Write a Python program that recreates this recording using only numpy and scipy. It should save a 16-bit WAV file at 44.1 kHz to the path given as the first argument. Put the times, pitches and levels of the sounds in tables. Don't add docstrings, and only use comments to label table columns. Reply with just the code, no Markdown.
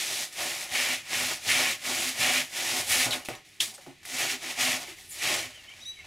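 import sys
import numpy as np
from scipy import signal
from scipy.fft import rfft, irfft, next_fast_len
from scipy.io import wavfile
from scipy.ndimage import uniform_filter1d

SR = 44100
rng = np.random.default_rng(int(sys.argv[2]) if len(sys.argv) > 2 else 0)


def ratio_of_db(decibels):
    return 10 ** (np.asarray(decibels, float) / 20)


def put_to_file(sound):
    columns = np.atleast_2d(sound).T
    safe = np.clip(columns, -1, 1)
    whole_steps = np.round(safe * 32767)
    wavfile.write(sys.argv[1], SR, whole_steps.astype(np.int16))


N = 267378
TIME = np.arange(N) / SR


def level(x, db):
    return x * ratio_of_db(db) / np.sqrt(np.mean(x ** 2))


def colour(x, points, closed=True):
    size = next_fast_len(N)
    hz, db = np.transpose(points)
    f = np.log(np.arange(size // 2 + 1) * SR / size + 1)
    inside = (f >= np.log(hz[0])) & (f <= np.log(hz[-1])) if closed else 1
    gain = ratio_of_db(np.interp(f, np.log(hz), db)) * inside
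    return irfft(rfft(x, size) * gain, size)[..., :N]


def ring(x, modes):
    return sum(ratio_of_db(db) * signal.lfilter(*signal.iirpeak(hz, hz / width, SR), x) for hz, width, db in modes)


def walk(rate):
    k = int(SR / rate)
    steps = np.repeat(rng.standard_normal(N // k + 1), k)
    return 1.68 * uniform_filter1d(uniform_filter1d(steps, k), k)[:N]


def decay(t, t60):
    return np.exp(-np.log(1000) * t / t60)


# frequency in Hz, level in dB per Hz.
AIR_TONE = [(90, -17), (130, 5), (260, -2), (371, 0), (486, -12), (720, -15), (950, -38), (1400, -26),
            (1800, 0), (2300, -2.5), (4000, -5), (6660, -16), (10000, -34), (15800, -36)]


def air():
    mid, side = colour(rng.standard_normal((2, N)), AIR_TONE) * ratio_of_db(0.8 * walk(6))
    return level(np.array([mid + 0.25 * side, mid - 0.17 * side]), -58.5)


# time in seconds, level in dB.
WIND_GUSTS = [(0.0, -76), (0.3, -80), (0.8, -70), (1.0, -73), (1.5, -65), (1.8, -73), (2.1, -72),
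              (2.23, -62), (2.4, -74), (2.75, -76), (2.93, -59), (3.1, -69), (3.45, -74), (3.6, -67),
              (3.75, -72), (4.45, -74), (4.65, -66), (5.8, -66), (6.06, -66)]
# frequency in Hz, level in dB per Hz.
WIND_TONE = [(8, -4), (30, 1), (65, 5), (110, 11)]


def breeze():
    s, db = np.transpose(WIND_GUSTS)
    gust = ratio_of_db(np.interp(TIME, s, db) + 1.2 * walk(4.7))
    mid, side = level(colour(rng.standard_normal((2, N)), WIND_TONE), 0) * gust
    return np.array([1.6 * mid + 0.16 * side, 1.8 * mid - 0.16 * side])


def room(x, t60=0.11):
    t = TIME[:SR // 2]
    tail = rng.standard_normal((2, len(t))) * decay(t, t60) * (t > .004)
    return signal.fftconvolve(x[None], tail / np.sqrt(np.sum(tail ** 2) / 2), axes=1)[:, :N]


# start in seconds, peak level in dB, swing in Hz, time to fade by 20 dB in
# seconds.
BENCH_JOLTS = [(0.716, -41, 96.5, 0.057), (0.918, -55, 142, 0.085), (1.159, -40, 110, 0.09),
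               (1.468, -39, 112, 0.09), (1.898, -48, 110, 0.15), (2.042, -61, 117, 0.09),
               (2.189, -36, 122, 0.061), (2.386, -45, 141, 0.077), (2.55, -56, 106, 0.09),
               (2.904, -53, 113, 0.08), (3.058, -34, 118, 0.1), (3.31, -37, 119, 0.049),
               (3.615, -50, 117, 0.12), (3.866, -49.5, 138, 0.092), (4.228, -47, 120, 0.085),
               (4.607, -41.5, 130, 0.075), (5.311, -41, 134, 0.061), (5.444, -42, 117, 0.039)]


def jolts():
    out, t = np.zeros(N + SR), TIME[:SR // 2]
    for s, db, hz, t60 in BENCH_JOLTS:
        i = int(s * SR)
        swell = 1 - np.exp(-t / 0.0058)
        out[i:i + len(t)] += ratio_of_db(db) * decay(t, t60 * 3) * swell * np.sin(2 * np.pi * hz * t)
    return out[:N]


def turns(hz):
    return 2 * np.pi * np.cumsum(hz) / SR


# start in seconds, letting go in seconds, low tone in dB,
# high tone in dB, lingering level in dB.
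SQUEAK_EVENTS = [
    (5.797, 5.835, -38, -50.5, -90),
    (5.838, 5.921, -35.5, -44.5, -52),
]
SUM_TONES = [(2, 0), (1, 1), (0, 2)]
SUM_TONE_DB = [-58, -57, -66]


def squeaks():
    out = 0
    for s, end, low_db, high_db, linger_db in SQUEAK_EVENTS:
        t = np.maximum(TIME - s, 0)
        gone = np.maximum(TIME - end, 0)
        low = turns(3900 - 1300 * np.exp(-t / .009)) + 0.21 * walk(220)
        high = turns(6066 - 2000 * np.exp(-t / .0095)) + 0.48 * walk(150)
        swell = np.exp(-t / .017)
        tired = np.maximum(t - .055, 0)
        release_db = 2500 * gone
        linger = np.where(gone > 0, linger_db - 90 * gone, -200)
        low_db = np.maximum(low_db - 34 * swell - 170 * tired - release_db, linger)
        high_db = np.maximum(high_db - 12 * swell - 560 * tired - release_db, linger - 10)
        low_db = np.where(t > 0, low_db, -200) + 1.2 * walk(120)
        high_db = np.where(t > 0, high_db, -200) + 1.5 * walk(120)
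        out = out + np.sqrt(2) * (ratio_of_db(low_db) * np.sin(low) + ratio_of_db(high_db) * np.sin(high))
        for (m, n), db in zip(SUM_TONES, SUM_TONE_DB):
            gain = ratio_of_db(db + 0.38 * (low_db + high_db + 86) + 2.2 * walk(90))
            out = out + gain * np.sin(m * low + n * high + .6 * walk(200)) * (t > 0)
    return out


def rub(rows, width_hz, up_bend, down_bend, peak):
    out = np.zeros(N)
    core = np.clip(130 / width_hz, 0, 1)
    smear = core + (1 - 0.78 * core) * 0.92 * (walk(width_hz) + 1j * walk(width_hz))
    for s, length, from_hz, to_hz, db in rows:
        at = slice(int(s * SR), int((s + length) * SR))
        along = np.clip((TIME[at] - s) / length, 0, 1)
        bend = up_bend if to_hz > from_hz else down_bend
        hz = from_hz + (to_hz - from_hz) * along ** bend
        gain = ratio_of_db(db) * np.sin(np.pi / 2 * np.interp(along, [0, peak, 1], [0, 1, 0])) ** 1.06
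        out[at] += gain * np.real(smear[at] * np.exp(1j * turns(hz)))
    return out


# start in seconds, length in seconds, first pitch in Hz, last pitch in Hz, level in dB.
THIN_CHIRPS = [(3.23, .012, 3000, 2750, -44), (5.535, .055, 3130, 3000, -48),
               (5.574, .022, 2750, 3080, -47), (5.588, .026, 2900, 2640, -46),
               (5.668, .05, 2700, 3220, -48), (5.69, .07, 3200, 3100, -52), (5.716, .012, 2600, 3080, -40),
               (5.678, .04, 2000, 2200, -53), (5.698, .028, 2200, 2300, -45),
               (5.72, .014, 2280, 2330, -44), (5.73, .022, 2300, 2350, -47), (5.962, .04, 2250, 2200, -50),
               (5.98, .04, 2230, 2040, -46), (6.015, .04, 2150, 2320, -52), (5.995, .045, 2700, 2600, -55),
               (5.945, .04, 2900, 3100, -58), (5.11, .062, 7150, 7000, -47)]


def chirps():
    return rub(THIN_CHIRPS, width_hz=160, up_bend=.4, down_bend=1.4, peak=.35)


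# start in seconds, length in seconds, first pitch in Hz, last pitch in Hz, level in dB.
FOAM_WIPES = [
    (3.105, .02, 4300, 3900, -30),
    (3.116, .035, 3800, 3400, -27),
    (5.088, .03, 11500, 7900, -47),
    (5.095, .05, 14000, 13200, -51),
    (5.1, .045, 11000, 9800, -48),
    (5.108, .025, 7700, 6800, -43),
    (3.742, .03, 8800, 8200, -48),
]


def wipes():
    return rub(FOAM_WIPES, width_hz=1500, up_bend=.4, down_bend=.4, peak=.3)


# start in seconds, length in seconds, first pitch in Hz, last pitch in Hz, level in dB.
BLOCK_HUMS = [(.42, .08, 255, 255, -49), (.75, 0.1, 256, 257, -43), (.88, .1, 256, 258, -44),
              (1.1, .07, 256, 256, -48), (1.17, 0.13, 257, 256, -44), (1.46, .22, 257, 255, -37.5),
              (1.93, 0.094, 346, 345, -46), (2.03, .11, 257, 256, -39.5), (2.18, .08, 256, 256, -46),
              (2.31, 0.16, 257, 256, -37.5), (2.72, .11, 256, 256, -43), (2.94, .07, 348, 345, -43),
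              (2.95, .09, 255.5, 259, -36.5), (3.05, 0.064, 256, 256, -36), (3.12, 0.1, 256, 256, -44),
              (3.285, .04, 350, 350, -41), (4.11, 0.09, 258.5, 258, -39.5), (4.2, .1, 257, 257, -46),
              (4.3, .09, 256, 256, -43.5), (4.44, .09, 257, 256, -46), (4.6, .13, 258, 258, -37.5),
              (4.72, 0.093, 256.4, 257, -43), (2.22, .07, 760, 740, -33), (2.29, .05, 740, 740, -36),
              (1.6, .08, 1436, 1436, -44), (2.33, .07, 1436, 1436, -44), (.74, .045, 2290, 2300, -27),
              (.895, .03, 2350, 2250, -30), (5.3, 0.095, 348, 348, -40), (5.3, .1, 256, 256, -44),
              (5.42, 0.11, 256, 258, -49.5)]


def hums():
    return rub(BLOCK_HUMS, width_hz=24.93, up_bend=1, down_bend=1, peak=0.47)


# start in seconds, length in seconds, first pitch in Hz, last pitch in Hz, level in dB.
BLADE_TWANGS = [
    (3.6027, 0.002, 3150, 3250, -14),
    (3.6045, 0.0011, 3300, 3300, -27),
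    (3.6054, .0019, 3350, 3200, -14.5),
    (3.6075, .002, 3100, 3100, -25),
    (3.6098, .0022, 3250, 3300, -19),
    (3.616, 0.0064, 3600, 3700, -28),
    (3.626, 0.0072, 3200, 3400, -27),
    (3.637, .005, 3400, 3400, -31),
]


def twangs():
    return rub(BLADE_TWANGS, width_hz=60, up_bend=1, down_bend=1, peak=0.65)


# start in seconds, peak in dB, ring in Hz, ring time (t60) in seconds,
# dull share into the block in dB.
BRIGHT_TAPS = [(3.233, -43, 2930, .02, -20), (3.258, -33, 2600, 0.014, -20), (3.2871, -23, 740, 0.004, -1),
               (3.287, -19, 2200, 0.0027, 2), (3.352, -51, 5900, .15, -30), (3.353, -52, 7100, .12, -30),
               (3.251, -52, 8750, 0.012, -29), (3.743, -57, 5870, .002, -27),
               (3.352, -31.5, 3900, 0.0027, -15), (3.6032, -28, 3900, 0.003, -25),
               (3.6064, -26, 6500, 0.003, -30), (3.336, -32, 2250, .008, -20), (3.864, -48, 1100, .006, 0),
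               (3.781, -37, 1500, 0.004, -6), (4.0308, -40, 1900, 0.004, -25),
               (4.0525, -27, 2000, 0.004, -25), (3.1088, -22, 4300, .008, -20),
               (4.986, -38, 2100, 0.011, -16), (4.876, -35, 2260, .012, -20),
               (5.6395, -38, 3600, .002, -15), (5.644, -43, 2800, .003, -15), (5.651, -43, 3000, .002, -15),
               (5.214, -30, 2280, .01, -15), (5.219, -25.5, 2020, .012, -15)]
# start in seconds, peak in dB, ring in Hz, ring time (t60) in seconds,
# dull share into the block in dB.
DULL_KNOCKS = [(3.062, -25.5, 746, 0.022, -12), (3.0625, -32, 320, .04, -5), (3.2876, -32, 450, .014, 0),
               (3.292, -31, 620, .02, -5), (3.300, -31, 480, .04, -5), (3.306, -33, 720, .03, -8),
               (3.675, -52, 220, .12, -10), (3.783, -45.5, 550, 0.056, -10), (4.883, -43.5, 343, 0.081, -5),
               (4.915, -47, 338, 0.11, -2), (3.864, -44, 352, 0.1, 2), (3.870, -42, 620, .012, 6),
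               (3.8755, -43, 520, .012, 6), (3.879, -43, 800, 0.012, 4), (3.876, -42, 270, 0.15, 0),
               (3.889, -48, 680, .05, 4), (3.906, -47, 352, 0.07, 0)]


def taps():
    bright, dull, t = np.zeros(N), np.zeros(N), TIME[:SR // 8]
    crack = ratio_of_db(-7) * np.gradient(rng.standard_normal(len(t)) * np.exp(-t / 0.00049))
    for s, db, hz, t60, dull_db in BRIGHT_TAPS + DULL_KNOCKS:
        i = int(s * SR)
        fade = decay(t, t60) * (1 - np.exp(-t / (t60 / 20))) * 2
        bright[i:i + len(t)] += ratio_of_db(db) * (fade * np.sin(2 * np.pi * hz * t) + crack * (hz > 1000))
        dull[i] += ratio_of_db(db + dull_db)
    return bright + ratio_of_db(16.5) * ring(dull, BLOCK_MODES)


# full bite from and until in seconds, tearing in dB,
# drift along the stroke in dB, slice ring against tearing in dB.
CUT_STROKES = [
    (-0.064, 0.229, -33, -0.9, -4.5),
    (0.396, 0.64, -34, -4.5, -1.5),
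    (0.746, 0.939, -31, -2, 2.5),
    (1.133, 1.332, -31, -1.7, -1),
    (1.492, 1.711, -28.5, -2.5, 2),
    (1.867, 2.094, -32.5, 0.2, -2),
    (2.216, 2.399, -28, -3, 2),
    (2.566, 2.801, -34.5, 3.5, -2.5),
    (2.913, 3.05, -26.5, -1.7, -1.5),
]
TRIM_STROKES = [(4.09, 4.15, -46.5, 11.5, -3.5), (4.19, 4.275, -30, -3.5, -2), (4.305, 4.335, -31, -3, -1),
                (4.432, 4.517, -40, 4, -1), (4.606, 4.758, -27.5, -6, -0.5),
                (4.814, 4.898, -41, -14.5, -3.5), (4.895, 4.945, -44.5, -8.5, 1.5),
                (4.984, 5.059, -50, -3.5, -5), (5.115, 5.19, -50, 8, -4), (5.234, 5.349, -32, 1.5, -0.5),
                (5.38, 5.458, -34.5, -8.5, 0)]


def stroke_powers(t, seat_db, fine_db):
    power = 0
    cut, trim = (257, 250, -1.5, -2), (378, 313, -0.5, -0.5)
    for rows, (rise, fall, *sag_db) in (CUT_STROKES, cut), (TRIM_STROKES, trim):
        for k, (s, end, db, drift_db, slice_db) in enumerate(rows):
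            along = (t - s) / (end - s)
            outside = rise * np.maximum(s - t, 0) + fall * np.maximum(t - end, 0)
            tear = db + drift_db * np.clip(along, 0, 1) - outside
            tear = uniform_filter1d(tear, int(.02 * SR / 64))
            mute = np.clip(500 * (s - t), 0, 5) * (rows is CUT_STROKES and k % 2 == 0)
            thin = tear + slice_db + 3 - mute + sag_db[k % 2] * np.clip(along, -0.29, 1)
            power = power + ratio_of_db([tear, thin, tear + seat_db, tear + fine_db]) ** 2
    return power


# start in seconds, tearing in dB, fade in dB per second,
# slice ring against tearing in dB, block against tearing in dB.
SCUFF_EVENTS = [(.325, -46, 100, -5, -12), (2.5, -49, 100, -7, -6), (3.062, -45, 160, 0, 12),
                (3.108, -35, 200, -2, -9), (3.128, -32.5, 240, 2, -1), (3.25, -42, 300, -5, -13),
                (3.287, -43.5, 200, 8, 7), (3.34, -60, 250, 8, 0), (3.605, -25.5, 210, -5, -25),
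                (4.0525, -43, 84, -5, -14), (3.45, -60, 22, 0, -16), (3.62, -50, 150, 0, 3),
                (3.68, -60, 300, 0, 8), (3.741, -46, 300, -12, -23), (3.781, -58, 150, -2, 2),
                (3.812, -56, 130, 1, -12), (3.865, -60, 150, 2, 10), (4.031, -57, 150, 0, -12)]
# the same five columns in seconds, dB and dB per second.
LIFT_SHUFFLES = [
    (5.5, -53, 58, 3.5, -5),
    (5.545, -55.5, 93, 4, -6),
    (5.635, -62, 120, 11, -10),
    (5.692, -54, 200, 0, -6),
    (5.735, -58, 40, 3, -6),
    (5.765, -57, 120, 2, -5),
    (5.79, -57, 37, -5, -10),
    (5.985, -69, 40, 16, 4),
    (6.045, -57.5, 100, 5, 4.5),
]


def scuff_powers(t):
    power = 0
    for rows, fine_db in (SCUFF_EVENTS, -3), (LIFT_SHUFFLES, -7):
        for s, db, fade, slice_db, block_db in rows:
            tear = db - 5000 * np.maximum(s - t, 0) - fade * np.maximum(t - s, 0)
            power = power + ratio_of_db(tear + np.array([[0], [slice_db], [block_db], [fine_db]])) ** 2
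    return power


# time in seconds, block against tearing in dB, finest cells against tearing in dB.
CUT_DEPTH = [(0, -13, -5.5), (.42, -6, -4), (.62, -11, -4), (.85, -4.5, -5.5), (1.25, -3, -5),
             (1.6, -4, -4.5), (1.9, -5.5, -5), (2.1, -3.5, -3.5), (2.28, -4, -4.5), (2.45, -4, -3.5),
             (2.75, -5, -5), (2.9, -7.5, -0.5), (3.05, -8, -4), (4.2, -5.5, -5.5), (4.5, -6.5, -6.5),
             (4.65, -8, -5), (4.85, -2.5, -5), (5.05, -12, -1.5), (5.11, -16, 8), (5.18, -7, -5),
             (5.45, -3, -6)]


def bites():
    t = TIME[::64]
    at, block_db, crumb_db = np.transpose(CUT_DEPTH)
    resting = ratio_of_db(-68 + np.array([[0], [4], [-4], [-5]]) + 0 * t) ** 2
    strokes = stroke_powers(t, np.interp(t, at, block_db), np.interp(t, at, crumb_db))
    power = resting + strokes + scuff_powers(t)
    return [np.interp(TIME, t, 10 * np.log10(p)) for p in power]


def cracks(share, spread_db, bite_db):
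    size_db = spread_db * np.minimum(rng.exponential(size=N), 3)
    return rng.standard_normal(N) * ratio_of_db(size_db + bite_db) * (rng.random(N) < share)


# pitch in Hz, width in Hz, level in dB.
BLOCK_MODES = [(256, 16, 0), (344, 36, 0), (406, 39, -2.5), (525, 70, -9.5), (610, 77, 0), (736, 110, 1.5),
               (934, 49, -8), (1075, 39, -3.5), (1222, 40, -5.5), (1434, 40, -1)]
# pitch in Hz, width in Hz, level in dB.
BENCH_MODES = [(59, 57, -23), (117, 12.5, -3), (162, 37, -9.5)]
# time in seconds, upper against lower in dB.
GRIP_TILT = [(.15, 3), (.5, 0), (.85, -6.5), (1.2, -4), (1.6, -7.5), (2.0, -3), (2.3, -10.5), (2.7, 3),
             (3.0, -13), (3.3, 11.5), (3.9, 2), (4.2, -2), (4.45, 11), (4.7, -17), (4.9, 8), (5.3, 10),
             (5.6, -9)]


def block_on_bench(bite):
    push = cracks(.3, 0.62, 0.16 * bite + 1.57 * walk(40))
    grip_db = np.interp(TIME, *np.transpose(GRIP_TILT)) / 2
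    block = ring(push * ratio_of_db(-grip_db), BLOCK_MODES[:1]) + ring(push * ratio_of_db(grip_db), BLOCK_MODES[1:3])
    for mode in BLOCK_MODES[3:]:
        block += ring(push * ratio_of_db(1.56 * walk(3.75)), [mode])
    return level(block, 0) + level(ring(push, BENCH_MODES), -17.5)


# frequency in Hz, level in dB per Hz.
TEAR_TONE = [(2600, -10.5), (3400, -0.5), (4400, -2), (5700, -1.5), (7000, -3), (8200, -10), (9500, -90)]
# frequency in Hz, level in dB per Hz.
FINE_TONE = [(6500, -23), (7800, -5.5), (9000, 1), (10500, 0.5), (12000, -5), (14000, -7), (15500, -15.5),
             (17000, -27)]
# pitch in Hz, width in Hz, level in dB.
SLICE_MODES = [(1885, 230, -2.5), (2052, 280, 2.5), (2195, 110, 3), (2303, 84, 6.5), (2503, 67, 0),
               (2410, 86, 3), (2616, 140, -0.5), (2804, 380, -1), (3130, 350, -31)]


def saw():
    tear_db, slice_db, block_db, fine_db = bites()
    bite = 0.28 * walk(270) + 0.43 * walk(30.15)
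    cells = cracks(.4, 1.5, bite)
    tear = level(colour(cells, TEAR_TONE), 0) * ratio_of_db(tear_db)
    fine = level(colour(cells, FINE_TONE), 0) * ratio_of_db(fine_db)
    flutter = cracks(.3, 0.83, bite + 0.49 * walk(90))
    thin = level(ring(flutter, SLICE_MODES), 0) * ratio_of_db(slice_db)
    return tear + fine + thin + block_on_bench(bite) * ratio_of_db(block_db)


# frequency in Hz, side against middle in dB.
ROOM_WIDTH = [(30, -12), (60, -20), (130, -10), (300, -6), (700, -10.5), (1290, -12), (2380, -16),
              (4400, -14), (6500, -27.5), (8800, -8.5), (11000, -48), (13000, -25), (15000, -14)]
# frequency in Hz, left against right in dB.
BASS_LEAN = [(30, -2), (110, -2), (250, -3), (420, -2), (700, -.5), (2500, -.1)]


def scene():
    near = saw() + taps() + jolts() + wipes() + chirps() + hums() + twangs() + squeaks()
    wet = room(near)
    mid = near + ratio_of_db(-13) * wet[0]
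    side = ratio_of_db(-3.5) * colour(wet[1], ROOM_WIDTH, closed=False)
    hz, db = np.transpose(BASS_LEAN)
    left = colour(mid, np.transpose([hz, db / 2]), closed=False)
    right = colour(mid, np.transpose([hz, -db / 2]), closed=False)
    return np.array([left + side, right - side]) + air() + breeze()


def low_pass(x):
    return signal.sosfilt(signal.butter(12, 15840, fs=SR, output="sos"), x)


# frequency in Hz, width in Hz.
CASE_HOLES = [(1560, 86)]


def record(dry):
    for hz, width in CASE_HOLES:
        dry = 0.19 * dry + 0.69 * signal.lfilter(*signal.iirnotch(hz, hz / width, SR), dry)
    mix = signal.sosfilt(signal.ellip(10, .3, 70, 15800, fs=SR, output="sos"), dry)
    return low_pass(mix)


dry = scene()
out = record(dry)
put_to_file(out)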